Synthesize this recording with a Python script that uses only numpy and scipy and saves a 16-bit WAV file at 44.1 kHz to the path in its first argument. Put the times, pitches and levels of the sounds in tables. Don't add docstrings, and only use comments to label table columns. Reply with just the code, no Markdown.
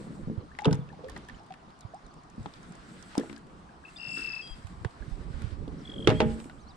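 import sys
import numpy as np
from scipy import signal
from scipy.fft import rfft, irfft, next_fast_len
from scipy.io import wavfile
from scipy.ndimage import uniform_filter1d, map_coordinates

SR = 44100
rng = np.random.default_rng(int(sys.argv[2]) if len(sys.argv) > 2 else 0)


def dump(signal):
    limited = np.clip(np.atleast_2d(signal).T, -1, 1)
    pcm = np.round(limited * 32767).astype(np.int16)
    wavfile.write(sys.argv[1], SR, pcm)


N = 298116

# frequency in Hz, left-right likeness (1 same, 0 unrelated, -1 opposite).
PORT_LIKENESS = [(60, 0.93), (150, 0.8), (380, 0.85), (950, -0.27), (2400, 0.18), (6000, 0.37),
                 (15000, -0.8)]


def amp(db):
    return 10 ** (np.asarray(db) / 20)


def unit(x):
    return x / np.sqrt(np.mean(x ** 2) + 1e-20)


def along(points, hz):
    f, v = np.transpose(points)
    return np.interp(np.log(hz + 1), np.log(f + 1), v)


def curves(rows):
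    s, *cols = np.transpose(rows)
    return [np.interp(np.arange(N) / SR, s, c) for c in cols]


def wobble(rate):
    knots = rng.standard_normal(int(N * rate / SR) + 4)
    return map_coordinates(knots, [np.arange(N) * rate / SR])


def filtered(x, response):
    m = next_fast_len(x.shape[-1] + 8192)
    spectrum = rfft(x, m) * response(np.fft.rfftfreq(m, 1 / SR))
    return irfft(spectrum, m)[..., :x.shape[-1]]


def rush(spectrum, alike, patchy_db):
    z = signal.stft(rng.standard_normal((2, N)), nperseg=512)[2]
    field = uniform_filter1d(rng.standard_normal(z.shape[1:]), size=6, axis=0)
    field = uniform_filter1d(field, size=8, axis=1)
    pair = signal.istft(z * amp(patchy_db * unit(field)), nperseg=512)[1][:, :N]

    def mid_side(hz):
        turn = np.arccos(np.clip(along(alike, hz), -1, 1)) / 2
        return amp(along(spectrum, hz)) * [np.cos(turn), np.sin(turn)]

    mid, side = filtered(pair, mid_side)
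    pair = np.array([mid + side, mid - side])
    return pair / np.sqrt(np.mean(pair.mean(0) ** 2))


def add(out, s, sound, pan_db):
    i = round(s * SR)
    sound = (sound * amp([[pan_db / 2], [-pan_db / 2]]))[:, :N - i]
    out[:, i:i + sound.shape[1]] += sound


def lake_air():
    # frequency in Hz, relative strength in dB.
    air_colour = [(200, -31), (300, 0), (450, -31), (650, 6), (1150, 6), (2100, -10), (3400, -13.5),
                  (4600, -14), (7800, -23.5), (9800, -22.5), (11000, -58), (13000, -120)]
    level_db = -60
    return amp(level_db) * rush(air_colour, PORT_LIKENESS, patchy_db=1.8)


def hiss():
    # time in seconds, level in dB before the flutter.
    hiss_level = [(0, -66), (.2, -75), (.3, -87), (1.1, -92), (1.25, -86), (1.5, -91), (2.3, -86),
                  (2.5, -73.5), (2.85, -74.5), (2.95, -69), (3.25, -66), (3.4, -82), (3.8, -81.5),
                  (3.97, -67.5), (4.08, -70), (4.17, -55.5), (4.25, -58.5), (4.3, -69.5), (4.5, -70.5),
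                  (4.9, -77.5), (5.45, -74), (5.6, -80.5), (6.1, -69), (6.35, -64), (6.55, -76.5),
                  (6.76, -80)]
    # frequency in Hz, relative strength in dB.
    hiss_colour = [(3500, -120), (4500, -20), (6500, -14), (7300, -5), (8000, 0), (8800, -6), (9700, -14),
                   (11000, -20), (12000, -25), (13300, -20), (15000, -32), (16000, -120)]
    level_db, = curves(hiss_level)
    flutter_db = 1.8 * wobble(35) + 1.4 * wobble(14)
    return amp(level_db + flutter_db) * rush(hiss_colour, PORT_LIKENESS, patchy_db=1.2)


def rumble_and_murmur():
    # time in seconds, low rumble level in dB, hull murmur level in dB,
    # the rumble's left-over-right lean in dB.
    low_levels = [(0, -59, -43, 1), (.25, -46.5, -45.5, -5), (.45, -57.5, -53.5, -1),
                  (.9, -56.5, -52.5, -5), (1.15, -50.5, -50.5, 1), (1.4, -62, -56, 0), (2.3, -64, -55, -11),
                  (3.1, -59.5, -51.5, -4), (3.5, -60, -55.5, -7.5), (4.45, -60.5, -55.5, -4),
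                  (4.75, -51, -52.5, -6), (4.92, -62, -51.5, -11), (5.3, -46, -47, -11),
                  (5.75, -51, -45.5, -24), (5.85, -57, -52.5, -20), (6.0, -44, -38.5, -7),
                  (6.1, -41, -42, -8), (6.3, -36.5, -43.5, -5), (6.47, -61.5, -49.5, -26),
                  (6.76, -53.5, -57, -2)]
    # frequency in Hz, relative strength in dB.
    rumble_colour = [(12, -9), (20, 5.5), (43, 2), (68, 9.5), (226, -18), (258, -14), (500, -42.5),
                     (650, -41), (1100, -120)]
    # frequency in Hz, relative strength in dB.
    murmur_colour = [(70, -120), (100, -10), (160, -1), (250, -5.5), (420, -12), (600, -16.5), (900, -120)]
    rumble_db, murmur_db, pan_db = curves(low_levels)
    lumps = amp(1.4 * np.array([wobble(11), wobble(31)]))
    noise = unit(lumps * rush(rumble_colour, [(30, 0.74)], patchy_db=-1.5))
    rumble = amp(rumble_db + np.array([pan_db, -pan_db]) / 2) * noise
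    murmur = amp(murmur_db + 1.5 * wobble(25)) * rush(murmur_colour, PORT_LIKENESS, patchy_db=2.5)
    return rumble + murmur


def puffs_and_thumps():
    # start in seconds, peak in dB, swing rate in Hz, left-over-right lean in dB.
    single_swings = [(.23, -40, 93.5, -32), (0.377, -26.5, 99, -20.5), (1.328, -46, 45.8, -21),
                     (1.849, -32, 106, -15.5), (2.038, -44, 37, -10), (2.391, -32.5, 60, -3),
                     (2.78, -49, 40, -12), (4.505, -36.5, 36, 18), (4.646, -37.5, 87, -27),
                     (4.812, -36.5, 89, 19), (4.854, -24, 111, -19), (5.356, -35, 64, -22),
                     (5.442, -26.5, 95, -23)]
    gust_s, gap_s, count = 5.01, .056, 12
    gust_db, gust_hz, gust_pan_db = -33.5, 59.8, -20
    out = np.zeros((2, N))
    run = [(gust_s + gap_s * (k + 0.195 * a), gust_db + 0.64 * b,
            gust_hz * np.exp(0.4 * c), gust_pan_db + 4 * d)
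           for k, (a, b, c, d) in enumerate(rng.standard_normal((count, 4)))]
    for s, db, hz, pan_db in single_swings + run:
        cycles = np.arange(round(3 * SR / hz)) * hz / SR
        swell = 3.73 * cycles * np.exp(-cycles / 0.46)
        add(out, s, amp(db) * np.sin(2 * np.pi * cycles) * swell, pan_db)
    return out


def rubs_and_scrape():
    # time in seconds, level of rubbing or scraping in dB before the unevenness.
    rub_level = [(0, -66), (.3, -70), (.55, -75), (.75, -64), (.88, -74), (1.15, -65), (1.38, -65),
                 (1.5, -74), (2.3, -77), (2.45, -65), (3.2, -58), (3.37, -63), (3.43, -78), (3.8, -74),
                 (3.9, -63), (4.155, -61), (4.175, -52), (4.32, -54), (4.42, -60), (4.72, -66), (5.15, -66),
                 (5.48, -59), (5.6, -65), (6.35, -58), (6.55, -74), (6.76, -74)]
    # frequency in Hz, relative strength in dB.
    rub_colour = [(500, -120), (800, -18), (1400, -2.5), (2000, -6), (2600, -12), (3600, -12.5),
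                  (5000, -16), (6500, -23), (9500, -25), (11000, -39), (13000, -120)]
    rub_db, = curves(rub_level)
    stroke = amp(rub_db + 1.5 * wobble(30) + 1.5 * wobble(6))
    return stroke * rush(rub_colour, PORT_LIKENESS, patchy_db=1.5)


def whistles(notes, pan_db, lead, wet_db):
    out = np.zeros((2, N))
    for s, length, hz0, hz1, db in notes:
        t = np.arange(round((length + .004) * SR)) / SR
        edge = np.clip(np.minimum(t, t[-1] - t) / .003, 0, 1) ** 2
        hz = hz0 + (hz1 - hz0) * t / t[-1]
        phase = 2 * np.pi * np.cumsum(hz) / SR + rng.uniform(0, 2 * np.pi)
        tone = np.sin([phase + lead / 2, phase - lead / 2])
        add(out, s - .002, amp(db + 3) * edge * tone, pan_db)
    t = np.arange(SR // 2) / SR
    tail = rng.standard_normal((2, len(t))) * amp(-60 * t / .5)
    tail /= np.linalg.norm(tail[0])
    return out + amp(wet_db) * signal.fftconvolve(out, tail, axes=1)[:, :N]


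def far_birds():
    # start in seconds, length in seconds, start pitch in Hz, end pitch in Hz, rms level in dB.
    chirps = [(.405, 0.013, 4570, 3850, -68.5), (.805, 0.018, 3630, 3300, -67.5),
              (1.345, 0.031, 7960, 5700, -73), (1.385, .02, 5300, 5300, -74),
              (1.685, 0.027, 3500, 4650, -73), (1.71, 0.027, 4700, 5150, -82),
              (1.812, 0.02, 4180, 3340, -67), (1.94, .016, 5300, 4600, -72),
              (1.956, 0.036, 4720, 5800, -74), (2.045, .027, 4600, 3460, -71),
              (2.078, .014, 4700, 5500, -75), (2.172, .018, 5800, 4830, -77),
              (2.11, 0.0122, 4900, 4100, -68), (2.19, 0.013, 4800, 4720, -71),
              (5.78, 0.016, 5200, 6130, -69), (5.805, 0.0192, 6090, 4700, -68),
              (6.58, 0.044, 2920, 5000, -71), (6.605, 0.037, 6600, 5270, -72),
              (6.67, 0.039, 4000, 5000, -64), (6.685, 0.016, 6040, 4870, -66),
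              (6.705, 0.016, 4160, 3480, -61.5)]
    return whistles(chirps, pan_db=-5.0, lead=0.32, wet_db=-33.0)


def answering_bird():
    # start in seconds, length in seconds, start pitch in Hz, end pitch in Hz, rms level in dB.
    last_notes = [(6.134, .006, 3200, 3200, -52), (6.151, .025, 3170, 3290, -48),
                  (6.176, .03, 3290, 3260, -48)]
    start_s, period_s, count, pulse_s = 5.8525, .02145, 11, 0.0072
    settled_hz, drop_hz, settled_db = 3266, 130, -43
    high_hz, shy_db, kept_share = 260, 3.5, 0.76
    pulses = []
    for k, fresh in enumerate(kept_share ** np.arange(count)):
        hz0 = settled_hz + high_hz * fresh
        hz1 = settled_hz - drop_hz + 0.44 * high_hz * fresh * (k > 0)
        db = settled_db - shy_db * fresh + rng.normal(0, 1.4)
        pulses.append((start_s + k * period_s, pulse_s, hz0, hz1, db))
    return whistles(pulses + last_notes, pan_db=.5, lead=-.2, wet_db=-13)


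def near_bird():
    # start in seconds, length in seconds, start pitch in Hz, end pitch in Hz, rms level in dB.
    extra_notes = [(3.851, .008, 2600, 2650, -46), (3.862, .012, 2600, 2600, -54),
                   (3.882, .012, 2750, 2600, -51), (3.962, .008, 3650, 3450, -46),
                   (3.975, .005, 3700, 3700, -51), (3.985, .006, 2700, 2700, -49),
                   (3.968, .012, 5000, 4700, -49), (3.983, .006, 5100, 4700, -50),
                   (3.993, .006, 5100, 4800, -51), (4.422, .115, 3260, 3240, -52),
                   (4.422, .06, 4880, 4850, -50), (4.482, .065, 4850, 4830, -58)]
    # time in seconds, pitch in Hz, rms level in dB.
    trill_course = [(4.0, 2730, -42), (4.05, 2705, -39), (4.17, 2678, -37.5), (4.3, 2645, -38.5),
                    (4.4, 2625, -40), (4.425, 2625, -52)]
    trill_s, count = 3.9987, 17
    first_period_s, last_period_s, slowing = .0155, .037, .92
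    overtone_db, tail_db = -17, -19
    low, high = [], []
    when, pitch, level = np.transpose(trill_course)
    period = last_period_s - (last_period_s - first_period_s) * slowing ** np.arange(count)
    starts = trill_s + np.cumsum(period) - period
    for s, step in zip(starts, period):
        length = .75 * step - .005
        hz, db = np.interp(s, when, pitch), np.interp(s, when, level)
        low.append((s - .0005, length + .0015, hz + rng.normal(25, 15), hz - 20, db + rng.normal(0, .8)))
        db += rng.normal(0, 1.5)
        start, gap = s + length, step - length
        if s + step < when[-1]:
            high += [(start + 0.00088, 0.43 * gap, 4800, 5450, db - 4.0),
                     (start + 0.31 * gap, 0.41 * gap, 5300, 4200, db - 8.5),
                     (start + 0.53 * gap, 0.47 * gap, 4200, 3100, db + tail_db + rng.normal(0, 4)),
                     (s + step, 0.41 * length, 2 * hz, 2 * hz - 60, db + overtone_db)]
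    trill = whistles(low, pan_db=9.5, lead=-.9, wet_db=-9)
    gap_chirps = whistles(high, pan_db=.5, lead=2.2, wet_db=-7)
    return trill + gap_chirps + whistles(extra_notes, pan_db=5, lead=-.8, wet_db=-14)


def drips():
    # start in seconds, level in dB, start pitch in Hz,
    # end pitch over start pitch, left-over-right lean in dB.
    bubbles = [(.514, -45.5, 1430, 1.3, 4), (.59, -33, 847, 0.99, 4), (.618, -32, 780, 1.1, 4),
               (.647, -27, 946, 0.92, 2), (0.711, -36.5, 1600, 0.9, 4), (.728, -38, 920, 1.03, 0),
               (.90, -50.5, 1570, 1.18, 16), (.928, -42.5, 946, 0.76, 4), (1.038, -34, 473, 1.15, -2),
               (1.065, -43.5, 422, 1.04, -2), (1.086, -40.5, 1770, 1.03, -6), (1.165, -38, 1940, 0.95, -3),
               (1.287, -37.5, 1706, 1.03, 0), (1.297, -40, 1760, 0.99, -4), (1.345, -44, 2850, 1.08, 0),
               (1.388, -55, 2550, 1.17, 0), (1.40, -47, 690, 1.32, 2), (1.505, -35.5, 757, 1, 1),
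               (1.937, -36.5, 605, 1.42, -2), (3.21, -42, 1630, 1.13, 9), (3.372, -45.5, 1650, 1, 10),
               (3.69, -49, 1670, 0.94, 8), (3.839, -45.5, 1630, 1, 7), (5.022, -45, 1500, 1.15, -12),
               (6.499, -46.5, 1380, 1.1, 1)]
    cycles_at_800_hz = 47.5
    out, t = np.zeros((2, N)), np.arange(SR // 5) / SR
    for s, db, hz0, slide, pan_db in bubbles:
        hz1 = hz0 * slide
        t60 = cycles_at_800_hz / hz0 * (800 / hz0) ** 0.16
        hz = hz1 + (hz0 - hz1) * np.exp(-t / (.15 * t60))
        phase = 2 * np.pi * np.cumsum(hz) / SR
        swell = (1 - np.exp(-t / .0015)) * amp(db - 60 * (t / t60) ** 1.5)
        add(out, s, swell * np.sin([phase + 0.088, phase - .9]), pan_db)
    return out


def faint_ticks():
    # start of a span in seconds, its end in seconds.
    spans = [(.85, 1.5), (3.3, 3.4), (4.9, 6.55)]
    mean_gap_s, middle_db, slot_s = 0.12, -53.5, .05
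    slots = np.concatenate([np.arange(a, b, slot_s) for a, b in spans])
    u = rng.random((len(slots), 6))
    return [(s + 0.072 * a, middle_db + 9 * (b - .5), 2000 + 3000 * c, -30 * d, 22 * (e - .6))
            for s, (p, a, b, c, d, e) in zip(slots, u) if p < slot_s / mean_gap_s]


def resonance(hz, at, wide):
    return 1j * hz * wide / (at ** 2 - hz ** 2 + 1j * hz * wide)


def ticks():
    # start in seconds, level in dB, centre pitch in Hz,
    # strength of the treble part in dB, left-over-right lean in dB.
    contacts = [(0.55, -44, 2020, -32, 1), (0.5883, -28, 2160, -23, 6), (.568, -55, 6500, -5, -2),
                (0.607, -45, 6500, -10, 0), (.611, -51, 3700, -30, 1), (0.6202, -49, 6000, -20, 5),
                (.638, -43, 2300, -30, 3), (0.646, -27.5, 3600, -28, 1.5), (0.655, -20.5, 2910, -41, -3.5),
                (0.71, -37.5, 3470, -13, 0.5), (0.7285, -27, 5240, -9, -0.5), (0.745, -35.5, 2200, 8, 3),
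                (.753, -42, 6000, -6, 0), (0.8896, -50, 2800, -27, -2), (0.927, -57, 3970, -32, 0),
                (.949, -57, 2600, -27, 3), (1.044, -49, 4070, -30, -4), (1.0844, -43, 2060, -1, -7),
                (1.097, -34, 3300, 5, -4.5), (1.1636, -32, 1860, -29, -3), (1.176, -40, 3370, 12, 7),
                (1.2862, -40, 3150, -2, 0), (1.2969, -41.5, 1980, -42, -14), (1.435, -57, 8000, -20, 0),
                (1.506, -49.5, 2590, -30, 7), (1.5394, -41.5, 2120, -21, 2), (1.523, -45, 3020, -23, -2),
                (1.614, -64, 2620, -25, 3), (1.705, -53.5, 3300, -9, -3), (1.79, -52, 8800, -20, 0),
                (1.8082, -41, 4670, -1, -1.5), (1.945, -48, 7800, -10, -1), (2.065, -53, 7600, -14, -9),
                (2.14, -51, 7360, -17, -5), (2.235, -55, 7800, -30, -3), (2.3, -51, 7800, -30, -1),
                (2.36, -59, 7700, -30, -2), (2.43, -53, 7500, -30, 0), (2.4604, -39.5, 3200, -42, 5),
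                (2.538, -44.5, 4200, -22, -3), (2.63, -49, 7400, -25, -6), (2.722, -48, 7700, -25, -2),
                (2.753, -48, 7860, -25, -2), (3.026, -42.5, 6400, -8, -11), (3.152, -40, 2820, -7.5, -7),
                (3.179, -25, 5140, -1.5, 6), (3.1976, -34, 3410, 7, -1), (3.2967, -41.5, 2110, -26, 10),
                (3.3282, -41.5, 2820, -9, 5), (3.3632, -45, 4440, -24, 5), (3.379, -44.5, 8800, -12, 1),
                (4.101, -45, 1800, -12, -3), (4.173, -41, 1500, -22, 4), (4.4742, -44, 3200, -11, -13),
                (4.6705, -43, 2650, -6, -9), (4.8475, -29, 1820, -24.5, 0), (5.42, -37.5, 2110, -6, -3),
                (5.6794, -47, 3400, -11, -5), (6.0734, -15, 2900, -26, -8.5), (6.0755, -21.5, 2570, -33, 9),
                (6.093, -25.5, 2720, -48, 5), (6.102, -23.5, 2750, -46, -7), (6.11, -26.5, 2000, -46, 0),
                (6.126, -34.5, 1810, -46, 6), (6.2029, -17.5, 2870, -60, -0.5),
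                (6.2062, -25, 2400, -41, -1), (6.216, -33, 2550, -49, -11), (6.4011, -39.5, 2751, -10, -5),
                (6.4428, -43.5, 2165, -9, -3), (6.4975, -38, 1990, -23.5, -2)]
    # frequency in Hz, relative level in dB, seconds to fall 60 dB.
    shell_modes = [(590, 2.5, 0.051), (1090, -6, 0.12), (2540, -26.5, 0.33), (4000, -13.5, 0.026),
                   (5300, -25, 0.065), (9900, -50, 0.19)]
    low_db = -2
    shell_db, rings_per_db = -5, 0.24
    out, t = np.zeros((2, N)), np.arange(SR // 10) / SR
    shell_hz, level_db, decay = np.transpose(shell_modes)
    for s, db, hz0, treble_db, pan_db in contacts + faint_ticks():
        a, b = rng.standard_normal((2, len(t))) * amp(-60 * t / 0.018) * (1 - np.exp(-t / 0.00021))
        a[0] += 4.5

        def band(hz):
            dull = amp(low_db) * resonance(hz, 1030, 570)
            treble = amp(treble_db) * resonance(hz, 12200, 9700)
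            return resonance(hz, hz0, 0.28 * hz0) - dull - treble

        crack = filtered(np.array([a + 0.81 * b, a - 0.42 * b]), band)
        hz, frame, z = signal.stft(rng.standard_normal((2, len(t))), SR, nperseg=128)
        start_db = np.interp(hz, shell_hz, level_db, left=-40)[:, None]
        shape_db = start_db - 60 * frame / np.interp(hz, shell_hz, decay)[:, None]
        shell = signal.istft(z * amp(shape_db), SR, nperseg=128)[1][:, :len(t)]
        shell = np.array([shell[0] + .5 * shell[1], shell[0] - .5 * shell[1]])
        ring_gain = amp(shell_db + rings_per_db * (db + 15.5))
        tick = crack / np.abs(crack).max() + ring_gain * shell / np.abs(shell).max()
        add(out, s, amp(db) * tick, pan_db)
    return out


def blows():
    # start in seconds, peak in dB before the ports colour it, centre of the driven modes in Hz,
    # their spread in octaves, ring time factor, left-over-right lean in dB.
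    hull_blows = [(0.106, -34.5, 236, 0.46, 1.5, 3), (.273, -23, 170, 0.43, 0.14, 0.5),
                  (0.282, -29, 246, 1.1, 0.49, -1.5), (0.299, -20.5, 193, 0.94, 0.82, -0.5),
                  (.655, -26, 930, 0.83, 1.6, -0.5), (.659, -17.5, 453, 0.32, 0.79, -1.5),
                  (.666, -15, 282, 0.91, 1, -1), (0.673, -10, 148.5, 0.23, 0.92, -0.5),
                  (.682, -22.5, 710, 0.91, 0.34, -6), (.712, -14.5, 154, 0.77, 0.85, -0.5),
                  (0.74, -16.5, 146, 0.52, 0.37, 0), (.722, -21.5, 303, 0.64, 0.51, 1),
                  (0.789, -23.5, 138, 0.47, 1.5, 0), (.992, -40, 502, .5, 0.73, -6),
                  (1.045, -39, 505, 0.55, 0.56, 1), (2.38, -29.5, 205, 0.68, 0.48, -1),
                  (2.406, -29.5, 114, 0.42, 0.79, 3.5), (2.459, -27.5, 824, 1.2, 0.17, 5),
                  (2.464, -31.5, 188, 0.88, 0.28, -8), (3.154, -31, 820, 0.46, 0.42, 5),
                  (3.174, -29.5, 716, 1.1, 0.2, -10), (3.179, -13.5, 262, 0.42, 0.53, 1),
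                  (3.196, -25, 420, 0.53, 0.63, -2), (3.209, -27, 305, 0.41, 1.5, -1),
                  (3.235, -35.5, 700, 0.84, .6, 0), (3.258, -43, 330, 0.61, 0.71, 0),
                  (3.298, -37, 294, 0.62, 0.92, -1), (3.312, -33.5, 245, 0.44, 1.4, 2),
                  (4.175, -37.5, 336, 0.65, 1.7, 1.5), (4.848, -34, 395, 0.51, 0.15, -21.5),
                  (5.111, -37.5, 143, .7, 0.66, -13), (5.415, -32, 209, 1.1, 0.42, -4),
                  (5.52, -44.5, 240, 0.47, 0.48, -19), (5.678, -28, 274, 1.1, 0.29, -2),
                  (5.892, -36.5, 272, 1.1, 0.37, -5.5), (5.994, -26, 230, 1.2, 0.64, 2),
                  (6.074, -6, 365, 1.06, 0.57, -2), (6.085, -12, 113.7, 0.83, 1.5, 0),
                  (6.103, -12.5, 466, 1.37, 0.84, 0), (6.122, -17.5, 312, 0.84, 0.73, -2),
                  (6.149, -19, 161, 0.38, .9, -0.5), (6.204, -10, 437, 1.05, 1.14, -1.5),
                  (6.223, -19, 214, 0.27, 1.95, -1.5), (6.258, -18, 144, 0.61, 0.91, -1.5),
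                  (6.457, -32.5, 270, 0.48, 0.34, -2)]
    # frequency in Hz, relative level in dB, seconds to fall 60 dB before the ring time factor.
    hull_modes = [(110.7, -2, 0.35), (136.5, -1.5, 0.36), (159.3, -1.5, 0.31), (223.6, -2, 0.41),
                  (278, -2.5, 0.31), (327.7, -4, 0.33), (371.2, -3.5, 0.27), (436, 1, 0.38),
                  (488.6, -4.5, 0.42), (587, -15.5, 0.18), (618, -4.5, 0.32), (698, -1, 0.09),
                  (821, -5, 0.36), (887, -1.5, 0.13), (965, -12.5, 0.52), (972, -20.5, 0.31),
                  (1262, -3.5, 0.24), (1545, -9, 0.22)]
    rise_cycles = 0.2
    dent_db, dent_rise_cycles, dent_cycles = -1, 0.81, 1.63
    out, t = np.zeros((2, N)), np.arange(SR // 3) / SR
    hz, mode_db, t60 = np.transpose(hull_modes)[:, :, None]
    for s, db, centre_hz, spread, ring_factor, pan_db in hull_blows:
        chance = rng.standard_normal((4, len(hull_modes), 1))
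        drive_db = -10 * (np.log2(hz / centre_hz) / spread) ** 2 + 2.3 * chance[0]
        first = np.sin(2 * np.pi * hz * (1 + 0.0064 * chance[1]) * t)
        second = 0.44 * np.sin(2 * np.pi * hz * (1 + 0.017 * chance[2]) * t + chance[3])
        fade = amp(mode_db + drive_db - 60 * t / (t60 * ring_factor))
        ring = np.sum(fade * (first + second), axis=0) * (1 + 1.34 * np.exp(-t / 0.04))
        cycles = t * centre_hz
        dent = np.sin(2 * np.pi * cycles) * np.exp(-cycles / dent_cycles)
        dent *= 1 - np.exp(-cycles / dent_rise_cycles)
        body = ring / np.abs(ring).max() + amp(dent_db) * dent
        body *= 1 - np.exp(-cycles / rise_cycles)
        add(out, s, amp(db) * body / np.abs(body).max(), pan_db)
    return out


def through_ports(knocks):
    # frequency in Hz, gain in dB.
    port_gain = [(20, -6), (60, -4), (5000, 6), (9000, 3.5), (11000, -11.5), (15000, -24.5)]
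    # frequency in Hz, how far the left port leads in radians.
    left_lead = [(60, -0.5), (120, -1.5), (600, 0), (860, 1.5), (1120, 1.5), (1500, 1), (1900, 1.73),
                 (4500, -1.5), (7000, 4.5), (8000, 3), (15000, 0)]

    def response(hz):
        return amp(along(port_gain, hz)) * np.exp(.5j * along(left_lead, hz) * [[1], [-1]])

    return filtered(knocks, response)


def scene():
    background = lake_air() + hiss() + rumble_and_murmur() + puffs_and_thumps() + rubs_and_scrape()
    birds = far_birds() + answering_bird() + near_bird()
    return background + birds + drips() + through_ports(ticks() + blows())


def record(dry):
    top_hz = 15700
    return filtered(dry, lambda hz: hz < top_hz)


dry = scene()
out = record(dry)
dump(out)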